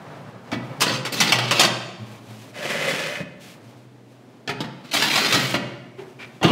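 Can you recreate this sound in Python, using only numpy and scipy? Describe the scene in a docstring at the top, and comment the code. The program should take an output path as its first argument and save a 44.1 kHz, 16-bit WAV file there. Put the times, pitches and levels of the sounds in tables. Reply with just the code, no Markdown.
"""Two steel baking trays are knocked onto an oven's wire rails and pushed home, in a hard-walled kitchen.
Blows ring each sheet's modes; random stick-slip makes the scrapes. In between, the second tray rasps and
judders off a wooden worktop. At the end the oven door swings up on creaking hinges and bangs shut.
Behind are footfalls, shuffling, sleeves, the oven's fan and hum. One microphone, a step or two away."""
import sys
import numpy as np
from scipy import signal
from scipy.fft import rfft, irfft
from scipy.io import wavfile

SR = 44100
rng = np.random.default_rng(int(sys.argv[2]) if len(sys.argv) > 2 else 0)


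def store_wav(level_fs):
    """Save 16-bit WAV to argv[1]."""
    pcm = np.round(np.clip(np.atleast_2d(level_fs), -1, 1) * 32767)
    wavfile.write(sys.argv[1], SR, pcm.T.astype(np.int16))


N = 287091
TIME = np.arange(N) / SR

# Levels in the tables are relative: each source may have a gain of its own on top.
# A tray lands on the rails, one rim and then the other:
# (time [s], level [dB], bass [dB], treble [dB], second rim's lag [s], second rim's relative level [dB])
KNOCKS = [(0.517, -32.5, 9, -7, 0.0096, 5), (0.807, -26, -8, 10.5, 0.0091, 7.5),
          (0.866, -27, 5.5, -4, 0.029, 0), (1.051, -28.5, -6, 1.5, 0.0082, -1),
          (1.203, -21, -11, 8.5, 0.0073, 0.5), (1.322, -17, 1, 3.5, 0.0061, -15),
          (1.387, -23.5, -8, -1, 0.0073, -7), (1.510, -21, -2.5, 3, .006, -2),
          (1.5955, -17, -6, 8, .012, -1), (1.634, -22, -1, 4, .012, 2.5), (4.476, -30.5, 4, -2.5, .016, 5),
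          (4.605, -30.5, 7.5, -0.5, .036, -8.5), (5.157, -20.5, -4, 6, .019, -1),
          (5.325, -22.5, 4, 7, .016, 2.5), (5.542, -22.5, 6.5, -3, 0.0092, -3.5)]
# The second rim sounds bassier and duller than the first and chatters longer; either may be louder
FIRST_CHATTER_S, SECOND_CHATTER_S = 0.0029, 0.0099  # time constants
SECOND_BASS_DB, SECOND_TREBLE_DB = 4.5, -2.5  # relative to the first rim
# Pushes along the rails:
# (start [s], fastest [s], end [s], level [dB], bright grit at the start relative to the scrape [dB])
PUSHES = [(0.80, 0.83, 1.0, -30.5, -7), (1.121, 1.21, 1.374, -27, -1), (1.38, 1.45, 1.54, -32.5, -25),
          (1.53, 1.565, 1.66, -25, -11), (4.84, 4.90, 4.9, -47, -9.5), (4.912, 5.14, 5.42, -24, -6.5),
          (5.28, 5.36, 5.565, -29.5, -3)]
SCRAPE_POWER = 0.25  # the scrape's amplitude is this power of the sliding speed
# The rim snags, and the scrape flares up as it breaks free:
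# (time [s], added amplitude relative to the steady scrape [dB])
SNAGS = [(4.933, 5.5), (4.966, 0), (5.020, 0), (5.246, -2)]
SNAG_S = 0.018  # time constant of a flare
# Ringing partials of each tray on its rails: (frequency [Hz], level [dB])
LOWER_TRAY_PARTIALS = [(608.3, -41), (952.8, -59), (1206, -44.5), (1690, -64.5), (1954, -36.5),
                       (2266, -36.5), (2649, -31.5), (3036, -60.5), (3208, -39.5), (3418, -56.5),
                       (3575, -38.5), (4522, -36.5), (4980, -62.5), (5292, -45.5), (6115, -46),
                       (6385, -59.5)]
UPPER_TRAY_PARTIALS = [(699.8, -54), (1384, -76), (1916, -34), (2099, -63), (2622, -49), (2891, -58),
                       (3095, -34.5), (3300, -38), (3386, -41), (3752, -59), (3935, -54), (4048, -32),
                       (4296, -52), (4544, -63), (4834, -41), (5938, -64)]
# The crowd of short modes in each steel sheet: (frequency [Hz], level per Hz [dB])
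LOWER_SHEET = [(40, -38.5), (85, -28.5), (130, 6), (300, 0.5), (450, 0.5), (650, 0.5), (900, -3),
               (1350, 0.5), (1650, -3.5), (2100, -2), (3000, -2.5), (5000, -8.5), (8000, -17.5),
               (15500, -31)]
UPPER_SHEET = [(40, -37), (85, -22), (140, 1.5), (300, 1), (480, -1.5), (700, 0), (1050, -3), (1350, 1.5),
               (1650, -3.5), (2000, 0), (3000, -4.5), (4500, -7.5), (7000, -17.5), (15500, -33.5)]
# Fine enamel roughness heard under the sliding tray: (frequency [Hz], level per Hz [dB])
GRIT_COLOUR = [(2000, -5), (7000, 1), (11000, -6.5), (14000, -5), (16000, -7)]
# The rack's dull thump under a knock: (frequency [Hz], level [dB], t60 [s])
RACK_MODES = [(134.2, 1.5, 0.31), (187.4, -2, 0.32), (257.5, -7, 0.23), (343, -4, 0.23)]
RACK_DB = -15.5
# The oven's liner and rails: (frequency [Hz], level [dB], t60 [s])
OVEN_MODES = [(121.4, 3.5, 0.83), (373, 0.5, 2.9), (740, -22, 1.4), (983, -6.5, 1.2), (1150, -7, 0.6),
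              (2340, -18.5, 2.5), (3440, -18, 1.2), (12880, -12, .9)]

# One pull over the worktop: (start [s], fastest [s], end [s])
DRAG_STROKE = (2.53, 2.8, 3.249)
# Rasp of tray on wood: (frequency [Hz], level per Hz [dB])
DRAG_COLOUR = [(45, -36), (100, -8.5), (160, 1), (260, -2.5), (400, -3.5), (600, 1.5), (850, -8),
               (1400, -5.5), (2100, 0), (3000, -5.5), (5000, -11.5), (9000, -20), (15500, -30.5)]
# Ringing of the dragged tray: (frequency [Hz], level [dB], t60 [s])
DRAG_MODES = [(253, -6, 0.98), (1750, -4, 0.31), (2062, -1, 0.093), (2520, -6, 0.12), (3020, -6.5, 0.074),
              (3400, -16, 0.15)]
RASP_DB, RASP_POWER = -26.5, 1.02  # level at full speed; amplitude is this power of speed
JUDDER_DB, JUDDER_POWER = -34.5, 0.3  # the same for the judder
JUDDER_HZ, JUDDER_SAG_HZ = 575, 25.93  # mean pitch at rest and its drop at full speed
# The judder's last groan as the tray lifts off: (start [s], peak [s], end [s])
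LIFT_STROKE = (3.185, 3.205, 3.222)
LIFT_DB = -33.5
# The rim bumping on the wood: (time [s], level [dB], bass [dB], treble [dB], chatter time constant [s])
BUMPS = [(2.652, -32, 12, -6, 0.0052), (2.885, -26.5, -20, 3, 0.03), (3.155, -32.5, -10, -9, 0.0016),
         (3.203, -38, 18, -11, 0.0039)]

# The door meeting its seal and catch:
# (time [s], level [dB], bass [dB], treble [dB], chatter time constant [s])
SLAM = [(6.414, -30.5, 9, -10, 0.032), (6.429, -20, 2, 4, 0.01), (6.444, -16, 5, -5, 0.0055),
        (6.480, -21, 1, -2, 0.024), (6.503, -30, 19, -2, 0.0037)]
# Short modes of the door: (frequency [Hz], level per Hz [dB])
DOOR_COLOUR = [(30, -45), (70, -20), (130, -2), (190, -6), (350, -5.5), (480, -5), (680, -6), (800, -8.5),
               (1020, -5), (1500, -16), (2400, -13.5), (2900, -8.5), (5000, -23), (15000, -45.5)]
# Ringing of the door: (frequency [Hz], level [dB], t60 [s])
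DOOR_MODES = [(329, 5, 0.13), (451, -5, 0.097), (691.5, -6, 0.062), (1085, -4, 0.074), (2850, -2, 0.062)]
# Hinge creaks: (time [s], length [s], mean pitch [Hz], level [dB], rub relative to the tone [dB])
CREAKS = [(5.983, 0.028, 383, -33, -11), (6.012, 0.016, 348.1, -44, -4), (6.188, 0.07, 2368, -42, 3.5)]
# Rub of the hinges: (frequency [Hz], level per Hz [dB])
HINGE_COLOUR = [(80, -10), (350, -3), (900, -3), (2500, 1), (5000, -14.5), (14000, -36)]

# Soft footfalls that set the floor booming: (time [s], level [dB])
STEPS = [(0.181, -45), (0.27, -49), (1.99, -28), (2.039, -29.5), (2.27, -35.5), (3.599, -44), (5.781, -55)]
# The floor's boom: (frequency [Hz], level [dB], t60 [s])
FLOOR_MODES = [(114.1, -4.5, 0.8), (212.8, -9.5, 0.55)]
# The cook's movements: (middle [s], length [s], shuffle level [dB], cloth swish level [dB])
MOVES = [(0.112, 0.73, -40, -62), (0.68, 0.62, -39, -57), (2.123, 0.31, -45, -53), (2.384, 0.43, -47, -50),
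         (3.48, 0.18, -51, -45.5), (3.62, 0.57, -48.5, -60.5), (4.14, .2, -61.5, -64),
         (4.416, 0.47, -56.5, -80), (4.85, .2, -55, -72), (6.05, 0.21, -46, -57),
         (6.366, 0.6, -52.5, -59.5)]
# Shuffling feet, sleeves, and the fan's air: (frequency [Hz], level per Hz [dB])
SHUFFLE_COLOUR = [(40, -47.5), (80, -13), (135, 6.5), (200, 0), (320, -7), (520, -1.5), (950, -5.5),
                  (1400, -10.5), (2500, -19.5), (5000, -30.5), (14000, -53)]
CLOTH_COLOUR = [(500, -23), (2500, 3), (7000, -6.5), (16000, -16.5)]
AIR_COLOUR = [(30, -50), (80, -18), (120, 0.5), (160, -4), (240, 3.5), (400, -4), (700, -9.5), (1100, -17),
              (2000, -20.5), (4000, -26), (8000, -34), (15500, -43.5)]
AIR_DB = -49
# Decay of the kitchen: (frequency [Hz], t60 [s])
KITCHEN_T60 = [(100, 0.82), (350, 1.15), (700, 0.84), (2500, 0.97), (5000, 0.7), (8000, 0.7), (15000, 0.58)]
# Strength of its reflections: (frequency [Hz], level relative to the sound sent to the walls [dB])
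KITCHEN_WET = [(100, 1.5), (500, 2), (2000, -3.5), (5000, -7), (9000, -9.5), (15000, -22.5)]
TOP_HZ = 15700  # the recorder's upper limit


def tray(knocks, pushes, sheet, partials, ring_db, ring_t60, slips_hz, uneven_db, scrape_bass_db,
         dulling_db_per_s):
    """Knocks and sliding friction shake one steel tray; ring_t60 is its decay [s] at 1 kHz."""
    # higher partials die sooner
    modes = [(hz, db, ring_t60 * (hz / 1000) ** -.4) for hz, db in partials]
    rings = amp(ring_db) * ring(modes, seconds=.7)
    pressure, sizzle = pushing(pushes, dulling_db_per_s) * amp(uneven_db * walk(70))
    slips = friction(slips_hz, spread_db=4.5) * pressure
    scrape = slide(slips, sheet, t60=0.049, rings=rings)
    scrape = colour(scrape, [(150, scrape_bass_db), (1000, -6.0), (4500, 3.0), (8000, -2.5)])
    contacts = rims(knocks)
    blows = strike(contacts, sheet, t60=0.1, rings=rings, bounce_db=8, rebound_bass_db=-11)
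    body = blows + thumps(contacts) + scrape
    # fine roughness of the enamel adds a bright sizzle
    grains = friction(rate=7800, spread_db=11) * sizzle
    grit = slide(grains, GRIT_COLOUR, t60=.035, rings=amp(-9.5) * rings)
    return amp(2.0) * body + amp(-2.5) * grit


def rims(knocks):
    """A tilted tray lands twice: the two contacts of each knock, as rows for strike."""
    rows = []
    for s, db, bass_db, treble_db, lag, second_db in knocks:
        rows.append((s, db, bass_db, treble_db, FIRST_CHATTER_S))
        rows.append((s + lag, db + second_db, bass_db + SECOND_BASS_DB, treble_db + SECOND_TREBLE_DB,
                     SECOND_CHATTER_S))
    return rows


def pushing(pushes, dulling_db_per_s):
    """Scrape and grit strength follow speed and flare at snags; the grit dulls as the tray goes in."""
    flare = 1
    for s, db in SNAGS:
        flare = flare + amp(db) * (TIME >= s) * np.exp(-abs(TIME - s) / SNAG_S)
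    scrape, grit = 0, 0
    for start, fastest, end, db, grit_db in pushes:
        force = amp(db) * stroke(start, fastest, end) ** SCRAPE_POWER * flare
        dulling_db = dulling_db_per_s * np.clip(TIME - start, 0, end - start)
        scrape = np.hypot(scrape, force)
        grit = np.hypot(grit, force * amp(grit_db - dulling_db))
    return scrape, grit


def thumps(contacts):
    """The weight behind each contact makes the rack thump; the thump carries little deep bass."""
    out = np.zeros(N)
    thump = colour(ring(RACK_MODES, seconds=0.34).sum(0), [(45, -21), (115, -0.5)])
    for s, db, bass_db, _, _ in contacts:
        add(out, s, amp(db + bass_db + RACK_DB) * np.sqrt(SR / 40) * thump)
    return out


def liner(shaking):
    """Through the rails the trays set the oven's steel liner ringing, long and softly."""
    return signal.oaconvolve(shaking, ring(OVEN_MODES, seconds=2).sum(0))[:N]


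def worktop():
    """The tray rasps over wood while its floor judders at a pitch that sags with speed."""
    speed = stroke(*DRAG_STROKE)
    rings = amp(-7.5) * ring(DRAG_MODES, seconds=0.78)
    rub = friction(rate=3500, spread_db=2.5)
    grip = speed ** RASP_POWER * amp(RASP_DB + 1.2 * walk(70))
    rasp = unit(colour(rub, DRAG_COLOUR)) * grip
    ringing = signal.oaconvolve(rub * grip, rings.sum(0))[:N]
    pitch = (JUDDER_HZ - JUDDER_SAG_HZ * speed) * (1 + 0.0695 * walk(160))
    shaking = amp(JUDDER_DB) * speed ** JUDDER_POWER + amp(LIFT_DB) * stroke(*LIFT_STROKE)
    judder = unit(np.sin(2 * np.pi * np.cumsum(pitch) / SR) * amp(5.1 * walk(60))) * shaking
    bumps = strike(BUMPS, DRAG_COLOUR, t60=0.11, rings=rings, bounce_db=2, rebound_bass_db=-4)
    return rasp + ringing + judder + bumps


def door():
    """The hinges creak as the door swings up; then it hits the seal and rattles into its catch."""
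    creaks = np.zeros(N)
    for s, length, hz, db, rub_db in CREAKS:
        samples = int(length * SR)
        swell = np.sqrt(np.sin(np.pi * np.arange(samples) / samples))
        tone = unit(np.sin(2 * np.pi * np.cumsum(hz * (1 + .035 * walk(500))) / SR))
        rub = unit(colour(friction(rate=2500, spread_db=1), HINGE_COLOUR))
        add(creaks, s, amp(db) * swell * (tone + amp(rub_db) * rub)[:samples])
    rings = amp(-5) * ring(DOOR_MODES, seconds=.4)
    slam = strike(SLAM, DOOR_COLOUR, t60=0.17, rings=rings, bounce_db=7.5, rebound_bass_db=-3.5)
    return creaks + amp(1.5) * slam


def footfalls():
    """Each step leans softly on the floor, which booms for a moment."""
    out = np.zeros(N)
    boom = ring(FLOOR_MODES, seconds=0.9).sum(0)
    soft_onset = 1 - np.exp(-TIME[:len(boom)] / 0.029)
    boom *= soft_onset / abs(boom).max()
    for s, db in STEPS:
        add(out, s, amp(db + 6) * boom)
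    return out


def background():
    """Shuffling and sleeves, as noise that follows speed, over the oven's fan and its wavering hum."""
    feet, sleeves = 0, 0
    for s, length, shuffle_db, cloth_db in MOVES:
        speed = stroke(s - length / 2, s, s + length / 2)
        feet = np.hypot(feet, amp(shuffle_db) * speed)
        sleeves = np.hypot(sleeves, amp(cloth_db) * speed)
    shuffle = unit(colour(rng.standard_normal(N), SHUFFLE_COLOUR)) * feet * amp(2.2 * walk(25))
    swish = friction(rate=7200, spread_db=3.0)
    cloth = unit(colour(swish, CLOTH_COLOUR)) * sleeves * amp(2.5 * walk(40))
    fan = unit(colour(rng.standard_normal(N), AIR_COLOUR)) * amp(AIR_DB + walk(3.7))
    hum = np.sin(2 * np.pi * np.cumsum(123 + 2 * walk(33)) / SR) * amp(-53 + 3.9 * walk(2.6))
    return shuffle + cloth + fan + hum


def kitchen(x):
    """Diffuse reflections off the hard walls; each octave dies at its own rate."""
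    t = TIME[:int(1.5 * SR)]
    noise, tail = rfft(rng.standard_normal(len(t))), 0
    octave = np.log2(np.clip(np.arange(len(noise)) * SR / len(t), 125, 16000) / 125)
    for k in range(8):
        hz = 125 * 2 ** k
        shape = unit_energy(fade(t, along(KITCHEN_T60, hz)) * (1 - np.exp(-t / 0.0068)))
        band = irfft(noise * np.maximum(1 - abs(octave - k), 0), len(t))
        tail = tail + amp(along(KITCHEN_WET, hz)) * shape * band
    return signal.oaconvolve(x, tail)[:N]


def strike(rows, spectrum, t60, rings, bounce_db, rebound_bass_db):
    """Blows, each a first contact and a chatter of rebounds, on a body."""
    out, t = np.zeros(N), TIME[:SR // 8]
    for s, db, bass_db, treble_db, chatter in rows:
        rebounds = rng.standard_normal(len(t)) ** 3 * np.exp(-t / chatter)
        contact = amp(bounce_db) * unit_energy(rebounds)
        contact = colour(contact, [(150, rebound_bass_db), (700, 0)])  # rebounds are light
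        contact[0] += 1
        # a heavy, soft contact favours the bass, a sharp corner the treble
        tilt = [(170, bass_db), (1000, 0.017), (2000, 0), (7000, treble_db)]
        push = colour(unit_energy(contact), tilt)
        blow = signal.fftconvolve(push, response(spectrum, t60, rings))
        add(out, s, amp(db) * np.sqrt(SR / 40) * blow)  # unit energy within 25 ms becomes rms 1
    return out


def slide(rub, spectrum, t60, rings):
    """The contact point travels, so every short stretch of friction meets a new response."""
    out, hop = np.zeros(N), SR // 30
    window = np.sin(np.pi * np.arange(2 * hop) / (2 * hop))
    for i in range(0, N - 2 * hop, hop):
        stretch = rub[i:i + 2 * hop]
        if stretch.any():
            add(out, i / SR, signal.fftconvolve(stretch * window, response(spectrum, t60, rings)))
    return out


def response(spectrum, t60, rings):
    """A body touched at one spot: a crack, a burst of countless short modes, and its own mix of partials."""
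    t = TIME[:SR // 6]
    burst = unit_energy(rng.standard_normal(len(t)) * fade(t, t60))
    burst[0] += .5  # the crack
    weights = rng.choice([-1, 1], len(rings)) * rng.uniform(.6, 1.3, len(rings))
    partials = weights @ rings
    # the way the body is held and supported shifts its tuning slightly
    detune = 1 + .004 * rng.standard_normal()
    sample = np.arange(len(partials))
    out = np.interp(sample * detune, sample, partials, right=0)
    add(out, 0, unit_energy(colour(burst, spectrum)))
    return out


def friction(rate, spread_db):
    """Stick-slip: tiny slips at random moments, on average rate per second, of uneven size."""
    slips = (rng.random(N) < rate / SR) * rng.choice([-1, 1], N)
    return unit(slips * amp(spread_db * rng.standard_normal(N).clip(-2, 2)))


def ring(modes, seconds):
    """One decaying sine for each (Hz, energy dB, t60) mode; together they have unit energy."""
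    t = TIME[:int(seconds * SR)]
    sines = [amp(db) / np.sqrt(t60) * fade(t, t60) * np.sin(2 * np.pi * hz * t) for hz, db, t60 in modes]
    return unit_energy(np.array(sines))


def stroke(start, fastest, end):
    """Speed of one movement of the arm, 0-1: an arch from rest to rest."""
    u = np.interp(TIME, [start, fastest, end], [-1, 0, 1])
    return 1 - u ** 2


def walk(rate):
    """Random drift of spread near 1: straight lines between rate new values per second."""
    return np.interp(TIME * rate, np.arange(N), rng.standard_normal(N))


def fade(t, t60):
    """Exponential decay, 60 dB down after t60."""
    return np.exp(-np.log(1000) * t / t60)


def colour(x, points):
    """Causal filter with the given (Hz, dB) response, built from its cepstrum."""
    size = 4096
    log_gain = np.log(amp(along(points, np.arange(size // 2 + 1) * SR / size)))
    cepstrum = irfft(log_gain)
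    # folding the cepstrum forward in time gives minimum phase
    cepstrum[1:size // 2] *= 2
    cepstrum[size // 2 + 1:] = 0
    return signal.oaconvolve(x, irfft(np.exp(rfft(cepstrum))))[:len(x)]


def along(points, hz):
    """Read (Hz, value) points on a log-frequency axis."""
    f, value = np.transpose(points)
    return np.interp(np.log(np.maximum(hz, 1)), np.log(f), value)


def amp(db):
    """Amplitude of a level in dB."""
    return 10 ** (np.asarray(db) / 20)


def unit(x):
    """Scale to rms 1."""
    return x / np.sqrt(np.mean(x ** 2))


def unit_energy(x):
    """Scale to a summed square of 1."""
    return x / np.sqrt(np.sum(x ** 2))


def add(out, s, x):
    """Mix x in at time s."""
    i = min(int(s * SR), N)
    out[i:i + len(x)] += x[:N - i]


def scene():
    """Lower tray, worktop, upper tray, door: all in one room, the same in both channels."""
    second_tray_s = 3  # knocks and pushes after this belong to the upper tray

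    def first(rows):
        return [row for row in rows if row[0] < second_tray_s]

    def second(rows):
        return [row for row in rows if row[0] > second_tray_s]

    lower = tray(first(KNOCKS), first(PUSHES), LOWER_SHEET, LOWER_TRAY_PARTIALS, ring_db=-9.5, ring_t60=0.2,
                 slips_hz=1298, uneven_db=3.2, scrape_bass_db=0, dulling_db_per_s=87)
    upper = tray(second(KNOCKS), second(PUSHES), UPPER_SHEET, UPPER_TRAY_PARTIALS, ring_db=-12, ring_t60=0.18,
                 slips_hz=1105, uneven_db=1.0, scrape_bass_db=-4.5, dulling_db_per_s=6)
    trays, bench, front = lower + upper, worktop(), door()
    oven = liner(amp(-19.5) * lower + amp(-29.5) * upper)
    # what is nearer sends less to the walls
    room = kitchen(amp(-3.5) * trays + amp(-7.0) * bench + amp(-4.5) * front)
    mono = trays + oven + bench + front + room + footfalls() + background()
    return np.array([mono, mono])


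def record(dry):
    """The recorder rounds the peaks, sheds the deep bass and cuts the top."""
    rounded = np.tanh(dry)
    thin = signal.sosfilt(signal.butter(3, 64, "high", fs=SR, output="sos"), rounded)
    return signal.sosfilt(signal.ellip(14, .2, 80, TOP_HZ, fs=SR, output="sos"), thin)


dry = scene()
out = record(dry)
store_wav(out)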